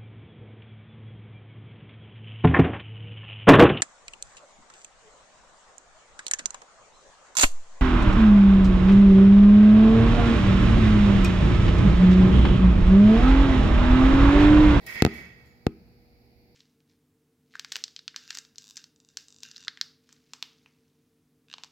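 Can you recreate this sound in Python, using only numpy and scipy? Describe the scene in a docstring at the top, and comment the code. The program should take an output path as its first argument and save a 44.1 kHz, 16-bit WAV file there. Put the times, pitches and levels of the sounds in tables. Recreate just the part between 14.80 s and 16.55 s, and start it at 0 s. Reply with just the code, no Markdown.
"""Knocks in a terrarium as a lizard shifts: one that rebounds in a quick clatter, then a single one.
Each is a deep thump of the enclosure and a hard crack that reaches the left first; the panels ring
briefly, and the walls, tank and room scatter the blow. A short dry rustle starts just ahead of the
knocks and fades under them: tiny slips excite hollow resonances and a dry fizz over a low rub.
Two dry touches leave a thin high ring. Underneath lie quiet room air and a faint mains hum."""
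import sys
import numpy as np
from scipy import signal
from scipy.fft import rfft, irfft
from scipy.io import wavfile

SR = 44100
rng = np.random.default_rng(int(sys.argv[2]) if len(sys.argv) > 2 else 0)


def unload_audio(sound):
    """Save the sound as a 16-bit wav file, at the path given as the first command line argument."""
    columns = np.transpose(np.atleast_2d(sound))
    # keep every value between -1 and 1, then stretch to whole-number steps
    steps = np.round(np.clip(columns, -1, 1) * 32767)
    wavfile.write(sys.argv[1], SR, steps.astype(np.int16))


N = 77175

# the blows (time [s], thump gain [dB], crack gain [dB], crack tilt [dB/octave], panel ring gain [dB])
KNOCKS = [(.2220, -1.5, -7.5, 2.5, 10), (0.2497, -3, -7.5, 0.5, -4), (0.2634, -11.5, -16, -1, 3.5),
          (.2730, -20.5, -23.5, -9.5, 5.5), (0.8667, -5.5, -12.5, -1, 2.5)]
# tone of the enclosure's thump (frequency [Hz], gain [dB])
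THUMP_EQ = [(15, -12.5), (40, 22), (75, 32.5), (150, 34.5), (300, 33), (460, 30.5), (600, 18.5),
            (1000, -11), (3000, -31), (16000, -72.5)]
# the thump leans left in the deep bass (frequency [Hz], left minus right [dB])
THUMP_PAN = [(40, 8.5), (90, 4), (180, 1.5), (300, 1), (500, -6)]
# tone of the crack on each side (frequency [Hz], gain [dB])
CRACK_LEFT_EQ = [(60, -40.5), (400, 10.5), (750, 26), (950, 6), (1300, 23.5), (2000, 17.5), (2400, 14),
                 (3800, 16), (5200, 13), (6300, 6), (7200, 9), (8500, -3.5), (10500, 0.5), (14000, -1.5),
                 (16500, -27.5)]
CRACK_RIGHT_EQ = [(60, -34.5), (400, 18.5), (740, 29.5), (1050, 22), (1700, 11.5), (2600, 22.5),
                  (3200, -20.5), (4000, 16.5), (5200, -3), (7000, -24), (9000, -26), (16500, -23.5)]
# panel modes (frequency [Hz], level [dB], t60 [s])
PANEL_MODES = [(72.4, -56.5, 0.81), (139, -42, .2), (196, -31, 0.078), (230.7, -44.5, 0.45),
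               (324.7, -43, 0.38), (398, -42.5, .26), (834, -69, .3), (1256, -56.5, 0.17), (1275, -59, 0.2)]
# fader moves of the rustle (time [s], body level [dB], fizz level [dB], rub level [dB])
RUSTLE_FADERS = [(0, -60.5, -71, -59), (0.062, -58, -65, -51), (0.069, -41, -46.5, -53.5),
                 (.078, -40, -54, -51.5), (0.098, -36.5, -49, -53.5), (.143, -39, -51, -56),
                 (0.158, -35, -52, -44.5), (.208, -34.5, -59.5, -49), (0.223, -40.5, -62, -56),
                 (.295, -43, -64, -51), (.328, -43, -67, -48), (.34, -43.5, -56.5, -52),
                 (.39, -43, -59.5, -52.5), (.47, -49, -70.5, -61), (.55, -55, -82, -67.5),
                 (.65, -61, -78, -64), (.85, -72, -94, -83), (1.101, -100, -110, -77.5)]
# broad tone of the rustle's body (frequency [Hz], relative level [dB])
BODY_EQ = [(100, -50), (700, -30.5), (1050, -23.5), (1600, -17.5), (2500, -21.5), (4000, -34), (6000, -36),
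           (8000, -48.5), (16000, -72)]
# hollow resonances in that body (frequency [Hz], width [Hz], left gain [dB], right gain [dB])
HOLLOW_MODES = [(1899, 43, -4.5, 2), (2040, 60, -7.5, -1.5), (2255, 32, -16, 4), (2597, 71, -12, -8.5),
                (3315, 150, -18, -18), (4450, 200, -30, -25), (5000, 150, -26, -18),
                (6590, 200, -23.5, -35.5)]
# tone of the dry fizz (frequency [Hz], relative level [dB])
FIZZ_EQ = [(100, -61), (3000, -8), (5000, 1.5), (6800, -6.5), (7900, -5), (8600, -13.5), (9300, -13.5),
           (9900, -1), (11500, -6), (12800, -2.5), (14000, -2), (15600, -7), (16300, -26)]
# the fizz is duller on the right (frequency [Hz], gain [dB])
FIZZ_RIGHT_EQ = [(3000, -3), (5500, -1.5), (8000, -23.5), (10000, -11), (16000, -25)]
# thin rings in the fizz (frequency [Hz], boost [dB])
FIZZ_RINGS = [(6600, 7.5), (7250, 8.5), (7890, -1), (9890, 3.5), (11100, 7), (12300, 4.5), (12800, 5.5)]
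# tone of the low rub (frequency [Hz], relative level [dB])
RUB_EQ = [(20, -20.5), (60, -1.5), (130, -2.5), (250, -3.5), (550, -7), (800, -9.5), (1200, -19.5),
          (2500, -29), (4400, -16.5), (6000, -47), (16000, -65.5)]
# one touch opens the rustle, one is far fainter (time [s], level [dB], t60 [s], ring gain [dB])
TOUCHES = [(.065, -40, .06, -62), (.657, -67, .22, -58)]
# tone of the wash inside the tank (frequency [Hz], gain [dB])
TANK_EQ = [(300, -13.5), (1000, 11), (2700, 0.5), (4000, -12), (8000, -20)]
# room decay, floored at 0.02 s in use (frequency [Hz], t60 [s])
ROOM_T60 = [(60, 3), (300, 0.25), (1000, 3.8), (4000, -0.2), (16000, 18)]
# reverb send of the knocks (frequency [Hz], gain [dB])
ROOM_SEND = [(60, -31.5), (150, -19), (300, -23), (700, -34.5), (1300, -28), (2500, -22.5), (6000, -35),
             (16000, -35)]
# tone of the room air (frequency [Hz], relative level [dB])
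AIR_EQ = [(15, -50), (28, -16), (60, 4.5), (110, -9), (160, -7.5), (235, -6), (290, -10.5), (370, -8.5),
          (520, -18.5), (780, -14.5), (1150, -36.5), (1700, -29), (2300, -19.5), (3200, -37), (4000, -28),
          (4650, -20), (6000, -37.5), (8300, -49), (12200, -32), (16000, -37.5)]
# left-right likeness of diffuse sound (frequency [Hz], correlation [-1..1])
LIKENESS = [(60, .55), (130, .72), (290, 1), (640, 0.43), (1410, -.25), (3100, 0), (15000, 0)]
# mains hum partials (frequency [Hz], rms level [dB])
HUM_PARTIALS = [(119.6, -67.5), (239.5, -68.5), (479.6, -70)]


def knocks(pivot_hz=900, bass_lag_hz=105, left_lag_s=.0003, right_lag_s=.00103):
    """Each blow thumps the enclosure, cracks on the left first and sets the panels ringing."""
    hz, t, out = bins(), np.arange(N) / SR, np.zeros((2, N))
    thump = causal(read(THUMP_EQ, hz))
    thump = thump * (bass_lag_hz - 1j * hz) / (bass_lag_hz + 1j * hz)  # all-pass: the bass lands late
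    thump = thump * amp(np.array([[.5], [-.5]]) * read(THUMP_PAN, hz))
    crack = np.array([causal(read(CRACK_LEFT_EQ, hz)) * delay(left_lag_s),
                      -causal(read(CRACK_RIGHT_EQ, hz)) * delay(right_lag_s)])
    octaves = np.log2(np.maximum(hz / pivot_hz, 1))
    for s, thump_db, crack_db, tilt, ring_db in KNOCKS:
        blow = amp(thump_db) * thump + amp(crack_db) * crack * causal(tilt * octaves)
        out += irfft(blow * delay(s))[:, :N]
        for f, db, t60 in PANEL_MODES:
            out += amp(db + ring_db) * dying(s, t60) * np.sin(2 * np.pi * f * (t - s))
    return out


def rustle(ring_width_hz=70):
    """Slips excite a hollow body and a dry fizz, over a low rub of noise."""
    hz, t = bins(), np.arange(N) / SR
    power = amp(read(BODY_EQ, hz)) ** 2
    for f, width, left_db, right_db in HOLLOW_MODES:
        power = power + amp([[left_db], [right_db]]) ** 2 / (1 + ((hz - f) / width) ** 2) ** 2
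    body = unit(filtered(slips(), np.sqrt(power)))
    rings_db = sum(db / (1 + ((hz - f) / ring_width_hz) ** 2) for f, db in FIZZ_RINGS)
    left_eq = read(FIZZ_EQ, hz) + rings_db
    right_eq = left_eq + read(FIZZ_RIGHT_EQ, hz)
    fizz = unit(filtered(close_reflections(slips()), amp([left_eq, right_eq])))
    s, body_db, fizz_db, rub_db = np.transpose(RUSTLE_FADERS)
    layers = [(body, body_db), (fizz, fizz_db), (diffuse(RUB_EQ), rub_db)]
    return sum(layer * amp(np.interp(t, s, db)) for layer, db in layers)


def slips(per_s=14000, spread_db=2.5):
    """A dense train of tiny slips of uneven size, separate on each side."""
    size = amp(spread_db * np.minimum(rng.exponential(1, (2, N)), 4))
    return size * rng.standard_normal((2, N)) * (rng.random((2, N)) < per_s / SR)


def close_reflections(x, t60=.025):
    """Short random reflections give the dry fizz many fine, fixed peaks."""
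    reflections = rng.standard_normal((2, N)) * dying(0, t60)
    return filtered(x, rfft(reflections, 2 * N))


def touches(ring_hz=6920, rise_s=.09, ring_t60=.25, right_db=-8):
    """Dry touches: a burst of slips, then a thin high ring that swells and fades."""
    t, out = np.arange(N) / SR, np.zeros((2, N))
    for s, db, t60, ring_db in TOUCHES:
        fizz = unit(filtered(slips(), amp(read(FIZZ_EQ, bins()))))
        out += fizz * amp(db) * dying(s, t60)
        swell = np.clip((t - s) / rise_s, 0, 1) * dying(s, ring_t60)
        out += amp(ring_db) * swell * np.sin(2 * np.pi * ring_hz * t)
    return out * amp([[0], [right_db]])


def walls(x, scatter_db=-17, t60=.016, above_hz=900):
    """The near walls scatter the treble into a short tail."""
    tail = rng.standard_normal((2, N)) * dying(.001, t60)
    tail = tail / np.linalg.norm(tail, axis=1, keepdims=True)
    low_cut = (1j * bins() / (1j * bins() + above_hz)) ** 2
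    return amp(scatter_db) * filtered(x, rfft(tail, 2 * N) * low_cut)


def tank(x):
    """Longer scatter inside the tank makes a midrange wash."""
    wash = walls(x, scatter_db=-24.5, t60=.2, above_hz=1400)
    return filtered(wash, amp(read(TANK_EQ, bins())))


def room(x):
    """The room returns a diffuse tail, each band dying at its own speed."""
    hz, t, noise = signal.stft(rng.standard_normal((2, N)), SR, nperseg=512)
    t60 = np.maximum(read(ROOM_T60, hz), .02)[:, None]
    decay = 1000 ** (-t / t60) * np.sqrt(2 * np.log(1000) / (t60 * SR))  # longer tails start softer
    tail = signal.istft(noise * decay * amp(read(ROOM_SEND, hz))[:, None], SR)[1][:, :N]
    tail[1] = filtered(tail[0], likeness()) + filtered(tail[1], np.sqrt(1 - likeness() ** 2))
    return signal.fftconvolve(x, tail, axes=1)[:, :N]


def room_tone(air_db=-60.5, lean_db=.97):
    """A steady bed of room air and mains hum, leaning slightly right."""
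    t = np.arange(N) / SR
    hum = sum(np.sqrt(2) * amp(db) * np.sin(2 * np.pi * (f * t + rng.random()))
              for f, db in HUM_PARTIALS)
    return (amp(air_db) * diffuse(AIR_EQ) + hum) * amp([[-lean_db], [lean_db]])


def diffuse(eq):
    """Coloured noise, narrow in the lows and wide in the highs."""
    left, spread = rfft(rng.standard_normal((2, 2 * N)))
    right = likeness() * left + np.sqrt(1 - likeness() ** 2) * spread
    return unit(irfft(np.array([left, right]) * amp(read(eq, bins())))[:, :N])


def likeness():
    """How alike diffuse sound is on the two sides, by frequency."""
    return np.clip(read(LIKENESS, bins()), -1, 1)


def amp(db):
    """Decibels to gain."""
    return 10 ** (np.asarray(db) / 20)


def unit(x):
    """Scales to rms 1."""
    return x / np.sqrt(np.mean(x ** 2) + 1e-20)


def read(points, hz):
    """Reads a curve on a log-frequency axis."""
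    f, value = np.transpose(points)
    return np.interp(np.log(hz + 1), np.log(f + 1), value)


def bins():
    """Frequencies of an FFT twice the scene's length."""
    return np.fft.rfftfreq(2 * N, 1 / SR)


def causal(db):
    """Minimum-phase EQ: nothing rings ahead of the attack."""
    log_gain = np.log(amp(db))
    mirrored = np.concatenate([log_gain, log_gain[-2:0:-1]])
    return np.exp(np.conj(signal.hilbert(mirrored)))[:N + 1]


def delay(s):
    """Response of a pure delay."""
    return np.exp(-2j * np.pi * bins() * s)


def filtered(x, response):
    """Passes a sound through a frequency response."""
    return irfft(rfft(x, 2 * N) * response)[..., :N]


def dying(s, t60):
    """Envelope that opens at time s and falls 60 dB in t60 seconds."""
    age = np.arange(N) / SR - s
    return (age >= 0) * np.exp(-np.log(1000) * np.maximum(age, 0) / t60)


def scene():
    """The mix: knocks and their reflections up front, then rustle, touches and room tone."""
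    hits = knocks()
    return hits + tank(hits) + walls(hits) + room(hits) + rustle() + touches() + room_tone()


def record(dry, ceiling=.85, high_cut_hz=16500):
    """A soft clip rounds off the highest peaks, then a steep high cut limits the band."""
    rounded = dry / (1 + (dry / ceiling) ** 6) ** (1 / 6)
    high_cut = signal.firwin(401, high_cut_hz, window=("kaiser", 9), fs=SR)
    return signal.oaconvolve(rounded, high_cut[None], "same")


dry = scene()
out = record(dry)
unload_audio(out)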